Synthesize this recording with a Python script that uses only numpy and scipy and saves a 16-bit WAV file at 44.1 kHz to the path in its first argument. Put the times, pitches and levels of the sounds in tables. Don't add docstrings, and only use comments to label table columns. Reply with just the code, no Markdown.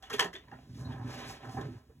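import sys
import numpy as np
from scipy import signal
from scipy.fft import rfft, irfft, next_fast_len
from scipy.io import wavfile
from scipy.ndimage import uniform_filter1d

SR = 44100
rng = np.random.default_rng(int(sys.argv[2]) if len(sys.argv) > 2 else 0)


def unload_wav(signal):
    wavfile.write(
        sys.argv[1],
        SR,
        np.round(np.clip(np.atleast_2d(signal).T, -1, 1) * 32767).astype(np.int16),
    )


N = 88200
T = np.arange(N) / SR
M = next_fast_len(2 * N)
HZ = np.arange(M // 2 + 1) * SR / M + 1e-3

FLICKER_PER_S, FLICKER_DB = 45, 2

# frequency in Hz, width in Hz, relative level in dB.
BOX_MODES = [(66, 18, -12), (124, 20, -2), (165, 30, -9), (254, 22, -3), (390, 45, -10), (470, 40, -14),
             (560, 50, -12), (660, 50, -14), (786, 50, -11), (1000, 90, -14), (1300, 150, -16),
             (1700, 250, -20)]


def undb(db):
    return 10 ** (np.asarray(db) / 20)


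def unit(x):
    return x / np.sqrt(np.mean(np.abs(x) ** 2))


def through(x, response):
    return irfft(rfft(x, M) * response, M)[..., :N]


def colour(table):
    hz, db = np.array(table, float).T
    log_gain = np.interp(np.log(HZ), np.log(hz), db) * np.log(10) / 20
    cepstrum = irfft(log_gain, M)
    cepstrum[1:M // 2] *= 2
    cepstrum[M // 2 + 1:] = 0
    return np.exp(rfft(cepstrum))


def modes(table):
    total = 0
    for k, (hz, width_hz, db) in enumerate(table):
        damping = 1j * HZ * width_hz
        total = total + (-1) ** k * undb(db) * damping / (hz ** 2 - HZ ** 2 + damping)
    return total


def curve(table, column):
    rows = np.array(table, float)
    return undb(np.interp(T, rows[:, 0], rows[:, column]))


def grains(per_s, scatter_db):
    u = rng.random((3, N))
    size_db = np.minimum(-scatter_db * np.log(u[1] + 1e-9), 3.5 * scatter_db)
    happens = u[0] < per_s / SR
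    return unit(happens * undb(size_db) * np.sign(u[2] - .5))


def add(out, start_s, piece):
    i = int(start_s * SR)
    out[i:i + len(piece)] += piece[:N - i]


def tilt(x, db_per_octave):
    shifted_hz = np.arange(len(x) // 2 + 1) * SR / len(x) + 400
    return irfft(rfft(x) * undb(db_per_octave * np.log2(shifted_hz / 2000)), len(x))


def walk(per_s):
    step = max(int(SR / per_s), 201)
    held = np.repeat(rng.standard_normal(N // 200), step)[:N]
    return unit(uniform_filter1d(held, step))


def flicker():
    return undb(FLICKER_DB * walk(FLICKER_PER_S))


def quiet():
    # frequency in Hz, relative level in dB.
    quiet_spectrum = [(30, 1.5), (70, 7.5), (130, -10.5), (300, -12), (1000, -32), (3000, -31.5),
                      (8000, -36), (16000, -37.5)]
    return undb(-60.5) * unit(through(rng.standard_normal(N), colour(quiet_spectrum)))


def room():
    # frequency in Hz, decay to -60 dB in seconds, relative level in dB.
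    echo_table = [(60, .25, -16), (250, .25, -13), (600, .13, -2), (2000, .14, -4), (5000, .18, -8),
                  (12000, .12, -8)]
    rise_s = 0.00043
    t, tail = T[:SR // 2], 0
    table_hz, decay_s, db = np.array(echo_table).T
    for hz in 58.0 * 2. ** np.arange(9):
        band_shape = np.exp(-np.log2(HZ / hz) ** 2 * 2)
        band = through(rng.standard_normal(N), band_shape)[:len(t)]
        band_decay_s = np.interp(np.log(hz), np.log(table_hz), decay_s)
        decay = np.exp(-np.log(1000) * t / band_decay_s) * np.clip(t / rise_s, 0, 1)
        tail = tail + band * decay / np.sqrt(np.sum(decay ** 2))
    return rfft(tail, M) * undb(np.interp(np.log(HZ), np.log(table_hz), db))


def squeaks():
    # start in seconds, length in seconds, pitch in Hz, rms level at the height of the swell in dB.
    squeak_rows = [(.738, .03, 3500, -69), (.843, .035, 4060, -57), (.913, .038, 3350, -63)]
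    out = np.zeros(N)
    for start_s, length_s, hz, db in squeak_rows:
        band = unit(through(rng.standard_normal(N), modes([(hz, 350, 0)]) ** 2))
        swell = np.sin(np.pi * np.clip((T - start_s) / length_s, 0, 1))
        out += undb(db) * band * swell
    return out


def slide():
    # time in seconds, relative level of the lower part in dB, of the treble in dB.
    slide_levels = [(.4, -72, -92), (.6, -71.5, -82.5), (.7, -74, -77), (.75, -68.5, -70),
                    (.84, -69, -69.5), (.89, -66.5, -73.5), (.93, -57.5, -73), (.97, -70, -79),
                    (1.02, -67.5, -75.5), (1.07, -61.5, -71.5), (1.11, -54, -60.5), (1.22, -52.5, -60.5),
                    (1.32, -55, -59), (1.35, -60, -66), (1.42, -61.5, -72.5), (1.45, -63, -71),
                    (1.53, -62.5, -65), (1.6, -65.5, -68.5), (1.65, -63.5, -73.5), (1.71, -72, -78.5),
                    (1.79, -71, -77.5), (1.83, -87.5, -100), (2, -99.5, -98)]
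    # frequency in Hz, relative level in dB.
    slide_spectrum = [(500, 0), (1200, -6), (2500, -4.5), (4000, -8.5), (5300, -10), (7300, -17),
                      (8800, -19.5), (11500, -22.5), (16000, -33.5)]
    treble_from_hz = 4600
    fine = rng.standard_normal(N) + .5 * grains(3000, 1.9)
    tint = colour(slide_spectrum)
    upper = 1 / (1 + (treble_from_hz / HZ) ** 6)
    lower = unit(through(fine, tint * (1 - upper))) * flicker()
    treble = unit(through(fine, tint * upper)) * flicker()
    lower *= undb(3.0) * curve(slide_levels, column=1)
    treble *= undb(2.0) * curve(slide_levels, column=2)
    fade_in = np.clip((T - .38) / .05, 0, 1)
    return fade_in * (lower + treble)


def clatter():
    # start in seconds, relative level in dB, decay time to 1/e in seconds,
    # pitch of the struck thing in Hz, brightness in dB per octave.
    contacts = [(0.0248, -46.5, 0.023, 1920, 3), (0.038, -45.5, 0.011, 3400, -5.5),
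                (0.053, -52, 0.051, 2950, 0.5), (0.0993, -41.5, 0.009, 1390, 5.5),
                (0.103, -27.5, 0.0076, 1370, -1.5), (0.114, -41, 0.033, 1600, 2),
                (0.129, -33, 0.015, 2540, 3.5), (0.136, -29, 0.0087, 3470, 3.5),
                (.139, -27.5, 0.0063, 1330, -9.5), (0.1465, -37.5, 0.0051, 3600, 5),
                (0.162, -44, 0.011, 3180, 6), (0.183, -36, 0.0096, 1880, 1.5),
                (0.1933, -12, 0.002, 1957, 0), (0.196, -6, 0.0018, 3080, 0.5),
                (0.204, -16, 0.0093, 1983, 1), (0.212, -29, 0.0042, 1054, -8.5),
                (0.225, -25.5, 0.0096, 2920, 0.5), (0.243, -36.5, 0.015, 1824, 3.5),
                (0.261, -38.5, 0.0042, 1580, -1), (0.33, -41, 0.024, 1940, 0.5),
                (0.338, -41, 0.0043, 3300, 4.5), (0.353, -34.5, 0.007, 3520, -4),
                (0.362, -38.5, 0.0073, 3560, -1), (0.38, -50.5, 0.016, 3100, -1),
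                (0.483, -48, 0.0029, 1500, -2), (0.5146, -37, 0.0023, 1658, -6.5),
                (0.533, -45.5, 0.0077, 1430, -8), (0.587, -43.5, 0.0025, 810, -13.5),
                (1.493, -44, 0.0099, 1015, -1), (1.61, -47, 0.011, 3710, 3.5),
                (1.654, -40.5, 0.0026, 1570, -17)]
    # frequency in Hz, width in Hz, relative level in dB.
    thing_modes = [(430, 73, 0), (760, 36, -10.5), (1035, 40, -8.5), (1540, 50, -8), (1930, 31, 5),
                   (1856, 110, 19.5), (2204, 150, 7.5), (2380, 70, -7), (2596, 37, -16), (2780, 80, 16),
                   (3214, 120, 12), (3657, 180, 2.5), (5370, 505, -5), (7620, 240, -15.5)]
    # frequency in Hz, relative level in dB.
    crack_spectrum = [(150, -7.5), (400, -10), (1000, -8), (2500, -5), (4500, -5), (8000, -17),
                      (12000, -22), (16000, -32.5)]
    lead_in_s, rise_s = .005, .0003
    ring_cycles = 6.5
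    things_from_hz = 190
    hits, own_rings, t = np.zeros(N), np.zeros(N), T[:4096] - lead_in_s
    for start_s, db, length_s, hz, bright_db in contacts:
        u = rng.standard_normal((2, len(t)))
        shape = np.clip(t / rise_s, 0, 1) * np.exp(-np.maximum(t, 0) / max(length_s, .0008))
        burst = undb(db) * shape * u[0] * undb(0.49 * u[1])
        ring = np.sin(2 * np.pi * hz * T[:800]) * np.exp(-T[:800] * hz / ring_cycles)
        add(hits, start_s - lead_in_s, tilt(burst, bright_db))
        add(own_rings, start_s - lead_in_s, np.convolve(burst, ring / np.sqrt(np.sum(ring ** 2))))
    body = unit(modes(thing_modes)) + unit(colour(crack_spectrum))
    bass_cut = (1j * HZ / (things_from_hz + 1j * HZ)) ** 2
    return undb(-10) * through(hits, body * bass_cut) + undb(-8.5) * own_rings


def knocks():
    # start in seconds, relative level in dB, pitch of the knocked thing in Hz,
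    # relative level of the box's thud in dB.
    knock_rows = [(.029, -43.5, 756, -73), (0.114, -37, 455.6, -41.5), (.135, -30.5, 409, -45.5),
                  (.158, -45, 415, -38.5), (0.199, -31, 479, -45), (.205, -21.5, 985, -64),
                  (.222, -35.5, 416, -41), (0.244, -40, 173.3, -46), (0.341, -42, 360, -66),
                  (.360, -43, 379, -56), (0.393, -50, 383, -63), (0.478, -48.5, 980, -78),
                  (.522, -34, 828, -41.5), (0.534, -70, 466, -42), (.589, -51.5, 720, -52),
                  (.889, -37.5, 905, -31.5), (.940, -43, 805, -32.5), (0.992, -44, 770, -35),
                  (1.012, -38.5, 822, -39), (1.044, -34, 262.8, -32), (1.164, -40, 249, -63),
                  (1.299, -35, 784, -43), (1.43, -42, 777, -44.5), (1.489, -38, 770, -43),
                  (1.543, -36.5, 740, -31), (1.568, -26.5, 780, -28), (1.580, -33.5, 387, -29.5),
                  (1.592, -38.5, 374, -40), (1.61, -43, 437, -30.5), (1.654, -42, 418, -34),
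                  (1.684, -44, 337, -33), (1.734, -46.5, 362, -59), (1.896, -50, 452, -64)]
    ring_cycles = 41.7
    swell_s, push_s, rattle_s = 0.003, 0.0037, 0.022
    rings, pushes, rattle, t = np.zeros(N), np.zeros(N), np.zeros(N), T[:6000]
    swell = 1 - np.exp(-t / swell_s)
    push = np.sin(np.pi * np.clip(t / push_s, 0, 1)) ** 2
    for start_s, db, hz, thud_db in knock_rows:
        u = rng.standard_normal((2, len(t)))
        waver = np.cumsum(u[1]) * .018
        decay = np.exp(-np.log(1000) * t * hz / ring_cycles)
        add(rings, start_s, undb(db) * swell * decay * np.sin(2 * np.pi * hz * t + waver))
        add(pushes, start_s, undb(thud_db) * push)
        add(rattle, start_s, undb(db - 8) * swell * np.exp(-t / rattle_s) * u[0])
    box = modes(BOX_MODES)
    thuds = undb(18) * through(pushes, box * HZ / (HZ + 200))
    wood_rattle = undb(24.5) * through(rattle, box * HZ / (HZ + 600))
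    return rings + thuds + wood_rattle


def shudders():
    # start in seconds, length in seconds, pitch in Hz, peak level in dB.
    shudder_rows = [(0.733, 0.02, 122, -43), (.785, 0.051, 114, -38.5), (.845, 0.037, 116, -34),
                    (.992, 0.052, 121, -36), (1.04, 0.033, 123, -37), (1.585, 0.043, 125, -39),
                    (1.633, 0.064, 133.6, -39), (1.681, 0.026, 97, -57), (1.75, 0.036, 110, -46.5)]
    out = np.zeros(N)
    for start_s, length_s, hz, db in shudder_rows:
        swell = np.sin(np.pi * np.clip((T - start_s) / length_s, 0, 1))
        tone = np.sin(2 * np.pi * hz * (T - start_s) + 6 * rng.random())
        out += undb(db) * swell * tone
    return out


def drag():
    # time in seconds, relative level of the rumble in dB, of the grating in dB.
    drag_levels = [(0.0, -80, -77), (0.03, -102, -67.5), (0.26, -68, -42.5), (0.32, -70, -65),
                   (0.37, -81, -73), (0.4, -70, -80), (0.54, -48, -68.5), (0.61, -54.5, -82),
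                   (0.72, -45, -76), (0.76, -41, -82), (0.78, -44, -60.5), (0.86, -39, -55.5),
                   (0.98, -40.5, -54.5), (1.0, -46, -58), (1.06, -51, -52.5), (1.08, -36, -51),
                   (1.13, -50, -51), (1.15, -42.5, -51), (1.21, -47.5, -56.5), (1.32, -45, -55),
                   (1.41, -63, -59.5), (1.44, -44, -53), (1.51, -46.5, -58.5), (1.58, -40, -49),
                   (1.62, -46, -48.5), (1.69, -37.5, -66), (1.77, -51.5, -67), (1.83, -60, -74),
                   (1.96, -54.5, -87.5), (2.0, -55.5, -80)]
    bumps_per_s, bump_scatter_db = 370, 1.5
    grits_per_s, grit_scatter_db = 900, 4
    split_hz = 255
    box = modes(BOX_MODES)
    upper = 1 / (1 + (split_hz / HZ) ** 4)
    rumble = unit(through(grains(bumps_per_s, bump_scatter_db), box * (1 - upper)))
    grating = unit(through(grains(grits_per_s, grit_scatter_db), box * upper))
    rumble *= undb(-4.0) * curve(drag_levels, column=1)
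    grating *= flicker() * curve(drag_levels, column=2)
    return rumble + grating


def scene():
    # frequency in Hz, lead of the left in radians, left over right in dB,
    # share of the echo that differs between the sides (0 to 1).
    port_table = [(30, 0, -1, 0.049), (215, 0, -1, 0.3), (400, 0.03, -6.5, 0.73), (864, -0.6, -3, 0.96),
                  (1400, 0.97, -0.5, 0.73), (2500, 1.5, -0.8, 0.52), (3450, 1.23, 2.5, 1),
                  (4700, 3.1, 0, .4), (6400, 5.9, 0, .7), (9200, 9.4, 0, .4), (11300, 12.7, 0, .8),
                  (13400, 15.7, 0, .5), (15200, 19, 0, .8)]
    dry = quiet() + squeaks() + slide() + clatter() + knocks() + shudders() + drag()
    hz, lead, left_db, apart = np.array(port_table).T
    lead, left_db = np.interp(HZ, hz, lead), np.interp(HZ, hz, left_db)
    apart = np.interp(HZ, hz, np.clip(apart, 0, 1))
    echo = np.sqrt(1 - apart ** 2) * room() + apart * np.array([room(), room()])
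    side = np.array([[1], [-1]])
    port = undb(side * left_db / 2) * np.exp(1j * side * lead / 2)
    return through(dry, port * (1 + echo))


def record(dry):
    bottom_hz, top_hz = 51.6, 16000
    bass_cut = signal.butter(3, bottom_hz, "high", fs=SR, output="sos")
    top_cut = signal.ellip(10, .2, 70, top_hz, fs=SR, output="sos")
    return signal.sosfilt(top_cut, signal.sosfilt(bass_cut, dry))


dry = scene()
out = record(dry)
unload_wav(out)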